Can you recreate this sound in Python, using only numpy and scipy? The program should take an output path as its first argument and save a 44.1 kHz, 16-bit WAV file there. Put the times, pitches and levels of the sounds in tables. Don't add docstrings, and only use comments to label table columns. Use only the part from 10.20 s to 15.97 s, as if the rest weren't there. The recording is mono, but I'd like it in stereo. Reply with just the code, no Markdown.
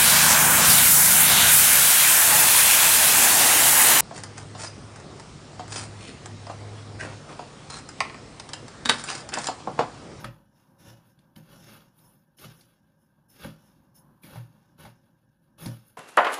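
import sys
import numpy as np
from scipy import signal
from scipy.fft import rfft, irfft, next_fast_len
from scipy.io import wavfile

SR = 44100
rng = np.random.default_rng(int(sys.argv[2]) if len(sys.argv) > 2 else 0)


def generate_wav(sig):
    pcm = np.round(np.clip(np.atleast_2d(sig).T, -1, 1) * 32767).astype(np.int16)
    wavfile.write(sys.argv[1], SR, pcm)


N = 254456
TIME = np.arange(N) / SR
HALF_SECOND = TIME[:SR // 2]

# (pitch [Hz], relative level [dB], time to fall by 60 dB when left free [s])
BOWL_MODES = [(117.2, 5.5, 0.27), (127, 3, 0.32), (157.3, 3, 0.34), (214.2, -6.5, 0.3), (265.9, -7, 0.21),
              (302.2, -13, 0.29), (335.9, -8.5, 0.19), (520.3, -10.5, 0.22), (559.3, -10, 0.27),
              (611.4, -13, 0.15), (764, -15.5, 0.19), (817, -12, 0.12), (942, -7, 0.056),
              (1176, -25.5, 0.14), (1262, -20, 0.15), (1315, -23, 0.065), (1497, -10, 0.067),
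              (1762, -11.5, 0.075), (49.6, -17, 0.29)]
MODE_HZ = np.array(BOWL_MODES)[:, 0]


def undb(db):
    return 10 ** (np.asarray(db) / 20)


def unit(x):
    return x / np.sqrt(np.mean(x ** 2))


def unit_energy(x):
    return x / np.linalg.norm(x, axis=-1, keepdims=True)


def decay(t, t60):
    return np.exp(-np.log(1000) * t / t60)


def over_hz(points, size):
    hz, value = np.transpose(points)
    bins_hz = np.fft.rfftfreq(size, 1 / SR)
    return np.interp(np.log(bins_hz + 1), np.log(hz), value)


def colour(x, points):
    size = next_fast_len(x.shape[-1] + 2048)
    spectrum = rfft(x, size) * undb(over_hz(points, size))
    return irfft(spectrum, size)[..., :x.shape[-1]]


def resonate(x, hz, width_hz):
    hz = min(hz, 0.45 * SR)
    b, a = signal.iirpeak(hz, hz / min(width_hz, SR / 4), fs=SR)
    return signal.lfilter(b, a, x)


def convolve(x, response):
    return signal.fftconvolve(x, response, axes=-1)[..., :N]


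def walk(rate):
    steps = rng.standard_normal(N // 50)
    return unit(np.interp(TIME * rate, np.arange(len(steps)), steps))


def grains(rate, spread_db):
    size = undb(spread_db * np.minimum(rng.exponential(size=N), 5))
    happens = rng.random(N) < rate / SR
    return unit(happens * size * rng.choice([-1, 1], N))


def diffuse(size):
    # (pitch [Hz], likeness [0-1])
    likeness = [(130, 0.82), (300, 0.49), (640, 0), (1400, 0), (3000, 0)]
    mid, side = rfft(rng.standard_normal((2, size)))
    alike = np.clip(over_hz(likeness, size), 0, 1)
    shared = mid * np.sqrt((1 + alike) / 2)
    opposed = np.array([[1], [-1]]) * side * np.sqrt((1 - alike) / 2)
    return irfft(shared + opposed, size)


def flatten(burst):
    spectrum = rfft(burst)
    strength = np.abs(spectrum)
    return irfft(spectrum / (strength + 0.3 * strength.mean()), burst.shape[-1])


def background(flicker_db=-2.0, rumble_follows=0.47, whine_hz=1595, whine_width_hz=110, whine_db=-80):
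    # (pitch [Hz], level [dB])
    noise_colour = [(25, -15), (50, -4), (90, -4.5), (145, 5.5), (220, 2), (350, -6.5), (460, -20.5),
                    (535, -6.5), (690, -15.5), (960, -7.5), (1350, -18.5), (1580, -21), (2000, -33),
                    (6500, -38.5), (8500, -47), (9700, -30), (15000, -33.5)]
    # (time [s], level [dB])
    swell = [(0, -43), (0.28, -67), (0.45, -57), (0.8, -62.5), (1.12, -63.5), (1.85, -59.5), (2.1, -72),
             (3.05, -66.5), (3.62, -61), (3.8, -56), (4.0, -59.5), (4.4, -61.5), (4.9, -66), (5.15, -76),
             (5.3, -64.5), (5.77, -73)]
    swell_db = np.interp(TIME, *np.transpose(swell))
    noise = unit(colour(diffuse(N), noise_colour))
    rumble = signal.sosfiltfilt(signal.butter(2, 400, fs=SR, output="sos"), noise)
    rumble_db = swell_db.mean() + rumble_follows * (swell_db - swell_db.mean())
    whine = resonate(diffuse(N), whine_hz, whine_width_hz)
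    whine = unit(resonate(whine, whine_hz, whine_width_hz))
    return (rumble * undb(rumble_db + flicker_db * walk(rate=21))
            + (noise - rumble) * undb(swell_db + flicker_db * walk(rate=14))
            + whine * undb(whine_db + 0.77 * walk(rate=2.1)))


def ramp(start_s, length_s):
    return np.clip((TIME - start_s) / length_s, 0, 1)


def fall(start_s, db_per_s):
    return undb(-db_per_s * np.maximum(TIME - start_s, 0))


def release(stop_s, stop_db_per_s=154, trickle_db=-13.5, trickle_db_per_s=50.5):
    after = np.maximum(TIME - stop_s, 0)
    return undb(np.maximum(-stop_db_per_s * after, trickle_db - trickle_db_per_s * after))


def stirring():
    # (enters [s], time to deepest point [s], entry hiss [dB],
    # change from entry to deepest point [dB], negative sinks,
    # then at the deepest point: hiss [dB], crunch [dB], drag on the bowl [dB])
    strokes = [(-0.08, 0.088, -60, -20, -53.5, -48.5, -37.5), (0.576, 0.11, -55, 10, -53.5, -48, -43),
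               (1.155, 0.017, -53, -18, -60, -59.5, -45), (1.209, 0.12, -65, 19, -57, -52.5, -45),
               (1.338, 0.21, -75, 4.5, -54.5, -50, -48.5), (2.166, 0.077, -44, 10.5, -50.5, -45, -50),
               (3.08, 0.16, -49.5, 21, -50.5, -44.5, -43), (4.016, 0.13, -47, 10.5, -52.5, -50.5, -41.5),
               (4.575, 0.05, -60, -2, -55, -51.5, -44), (5.374, 0.088, -66, 4.5, -45.5, -45, -38.5)]
    # (start [s], length [s], hiss [dB], crunch [dB])
    skims = [(0.313, 0.11, -70, -68), (0.816, 0.085, -68.5, -92), (1.731, 0.13, -57.5, -67),
             (2.284, 0.11, -58.5, -62), (2.775, 0.053, -69, -77), (3.372, 0.11, -65, -67),
             (3.739, 0.035, -48.5, -64), (4.34, 0.16, -80, -71), (5.21, 0.027, -73.5, -79),
             (5.64, 0.046, -58, -75)]
    entry_s, entry_fade_db_per_s = 0.024, 146
    dig_power = 1.56
    skim_rise = 0.72
    skim_fade_db = 13.5
    skim_drag_db = 5.5

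    rest_db = [[-65.5], [-82], [-83]]
    power = undb(rest_db) ** 2 * np.ones(N)
    for enters, dig_s, entry_db, change_db, hiss_db, crunch_db, drag_db in strokes:
        contact = ramp(enters, entry_s) * release(enters + dig_s)
        progress = ramp(enters, dig_s) ** dig_power
        digging = contact * undb(change_db * (progress - 1))
        power += (undb([[drag_db], [crunch_db], [hiss_db]]) * digging) ** 2
        entry_hiss = contact * undb(entry_db) * fall(enters, entry_fade_db_per_s)
        power[2] += entry_hiss ** 2
    for start, length_s, hiss_db, crunch_db in skims:
        contact = ramp(start, skim_rise * length_s) * fall(start + length_s, skim_fade_db / length_s)
        power += (undb([[crunch_db + skim_drag_db], [crunch_db], [hiss_db]]) * contact) ** 2
    return 10 * np.log10(power)


def bowl_ring(weights):
    ring = np.zeros(len(HALF_SECOND))
    for k, ((hz, db, t60), weight) in enumerate(zip(BOWL_MODES, weights)):
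        tone = np.sin(2 * np.pi * hz * HALF_SECOND) * decay(HALF_SECOND, t60)
        ring += (-1) ** k * weight * undb(db) * tone
    return ring


def scraping(drag_db, crunch_db, hiss_db, buried_db=0.5, wall_hz=175):
    # (pitch [Hz], width [Hz], relative level [dB])
    spoon_rings = [(5310, 260, -8.5), (6530, 230, -11), (9540, 120, -16), (10030, 35, 10.5),
                   (13160, 110, 2.5), (13730, 150, 3.5)]
    # (pitch [Hz], level [dB])
    crunch_colour = [(250, 5.5), (540, 6), (700, 8), (950, 2.5), (1500, 5.5), (2000, -0.5), (3300, 2.5),
                     (4200, -3.5), (5100, 2.5), (6000, -4.5), (6600, -0.5), (7500, -11.5), (8600, -20),
                     (15000, -48)]
    # (pitch [Hz], level [dB])
    hiss_colour = [(1500, -87), (6500, -5), (8000, -18.5), (8650, -25), (9300, -1), (12000, -3),
                   (15000, -9)]
    slips = undb(1.2 * walk(rate=130))
    crunch = unit(colour(grains(rate=2000, spread_db=0.5), crunch_colour))
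    crunch = crunch * slips * undb(crunch_db - 1.0)

    ticks = grains(rate=4700, spread_db=-2.0)
    steel = unit(sum(undb(db) * resonate(ticks, hz, width) for hz, width, db in spoon_rings))
    fizz = unit(colour(grains(rate=5000, spread_db=-2.0), hiss_colour))
    free = 1 / (1 + undb(1.34 * (crunch_db + buried_db - hiss_db)))
    hiss = np.sqrt(free) * steel + np.sqrt(1 - free) * fizz
    hiss = hiss * slips * undb(hiss_db - 2.0)

    ring = bowl_ring(np.minimum(MODE_HZ / wall_hz, 1) ** 2) * np.exp(-HALF_SECOND / 0.077)
    judder = grains(rate=1100, spread_db=2.5) * slips * undb(drag_db - 4.0)
    return crunch + hiss, convolve(judder, unit_energy(ring))


def knocks(focus=1.46, clack_width=0.88, tock_s=0.0033, tock_db=-4.5, crush_db=-5.0):
    # (time [s], thud [dB], pitch the spot favours [Hz],
    # clack before its trims and colour [dB], clack centre [Hz], crushing decay time [s])
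    knock_parts = [(0.0429, -42, 51.6, -28.5, 1534, 0.0022), (0.0444, -49, 1270, -24.5, 1293, 0.0025),
                   (0.046, -44.5, 410, -38, 3780, 0.0054), (0.99, -74, 300, -53, 3600, 0.0021),
                   (1.1616, -51, 243, -43, 3050, 0.0017), (1.789, -87, 310, -56.5, 3780, 0.004),
                   (2.185, -59.5, 334, -44.5, 3020, 0.016), (2.245, -46, 149, -42.5, 3500, 0.014),
                   (2.409, -76, 306, -45.5, 4700, 0.0076), (3.2446, -53, 54, -35, 1568, 0.0023),
                   (3.248, -38, 214, -29, 560, 0.00087), (4.034, -49, 274, -43, 2390, 0.041),
                   (4.157, -41.5, 91.5, -35.5, 877, 0.012), (4.65, -59, 113, -36.5, 873, 0.014),
                   (5.457, -30, 180, -35, 907, 0.022), (5.4604, -33, 115, -28, 5040, 0.0025)]
    # (pitch [Hz], level [dB])
    clack_colour = [(60, 21), (400, -9), (600, -2), (5000, -3.5), (7500, -4.5), (8650, -9.5), (9800, 2),
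                    (12000, -5), (15000, -21)]
    clacks, thuds = np.zeros((2, N + SR))
    t = HALF_SECOND
    for s, thud_db, spot_hz, clack_db, clack_hz, contact_s in knock_parts:
        span = slice(int(s * SR), int(s * SR) + len(t))
        nearness = 1 / (1 + (focus * np.log2(MODE_HZ / spot_hz)) ** 2)
        weights = np.minimum(MODE_HZ / spot_hz, 1) * nearness
        ring = bowl_ring(weights) * (1 - np.exp(-t / 0.0025))
        thuds[span] += undb(thud_db) * ring / np.std(ring[:SR // 50])
        age = t / tock_s * np.sqrt(clack_hz / 1000)
        tock = np.sin(2 * np.pi * clack_hz * t) * np.sqrt(age) * np.exp(-age)
        thuds[span] += undb(clack_db + tock_db) * tock / np.abs(tock).max()
        crush = flatten(rng.standard_normal(len(t)) * np.exp(-t / contact_s))
        crush = crush * (t < 10 * contact_s)
        crush = resonate(crush, clack_hz, clack_width * clack_hz)
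        clacks[span] += undb(clack_db + crush_db) * crush / np.std(crush[:SR // 200])
    return colour(clacks[:N], clack_colour), thuds[:N]


def kitchen(x, early_db, tail_db, early_t60_s, room_t60_s=0.25, treble_t60_s=0.13):
    t = HALF_SECOND
    early = unit_energy(diffuse(len(t)) * decay(t, early_t60_s))
    near = (t == 0) + undb(early_db) * early
    near = unit_energy(flatten(near) * (t < early_t60_s))
    walls = diffuse(len(t))
    dull = signal.sosfilt(signal.butter(1, 3000, fs=SR, output="sos"), walls)
    tail = dull * decay(t, room_t60_s) + (walls - dull) * decay(t, treble_t60_s)
    tail = unit_energy(tail * (1 - np.exp(-t / 0.0037)))
    return convolve(x[None], unit_energy(near + undb(tail_db) * tail))


def scene(left_lag_s=0.0001):
    # (pitch [Hz], left minus right [dB])
    balance = [(110, -2), (700, -1), (1300, -2), (2400, -5.5), (4400, -6.5), (8100, 1), (15000, 2.5)]
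    crumbs, drag = scraping(*stirring())
    clacks, thuds = knocks()
    angle = np.pi * walk(rate=2.5)
    here = kitchen(crumbs * np.cos(angle), early_db=2, tail_db=-11.5, early_t60_s=0.024)
    there = kitchen(crumbs * np.sin(angle), early_db=2, tail_db=-11.5, early_t60_s=0.024)
    clacks = kitchen(clacks, early_db=5.0, tail_db=-5.5, early_t60_s=0.012)
    bowl = kitchen(drag + thuds, early_db=-20, tail_db=-12, early_t60_s=0.07)
    left, right = here + there + clacks + bowl
    left = np.pad(left, (int(left_lag_s * SR), 0))[:N]
    left = colour(left, [(hz, db / 2) for hz, db in balance])
    right = colour(right, [(hz, -db / 2) for hz, db in balance])
    return np.array([left, right]) + background()


def record(dry, bass_cut_hz=36, top_hz=15000):
    dry = signal.sosfilt(signal.butter(2, bass_cut_hz, "high", fs=SR, output="sos"), dry)
    return signal.sosfilt(signal.ellip(10, 0.2, 80, top_hz, fs=SR, output="sos"), dry)


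dry = scene()
out = record(dry)
generate_wav(out)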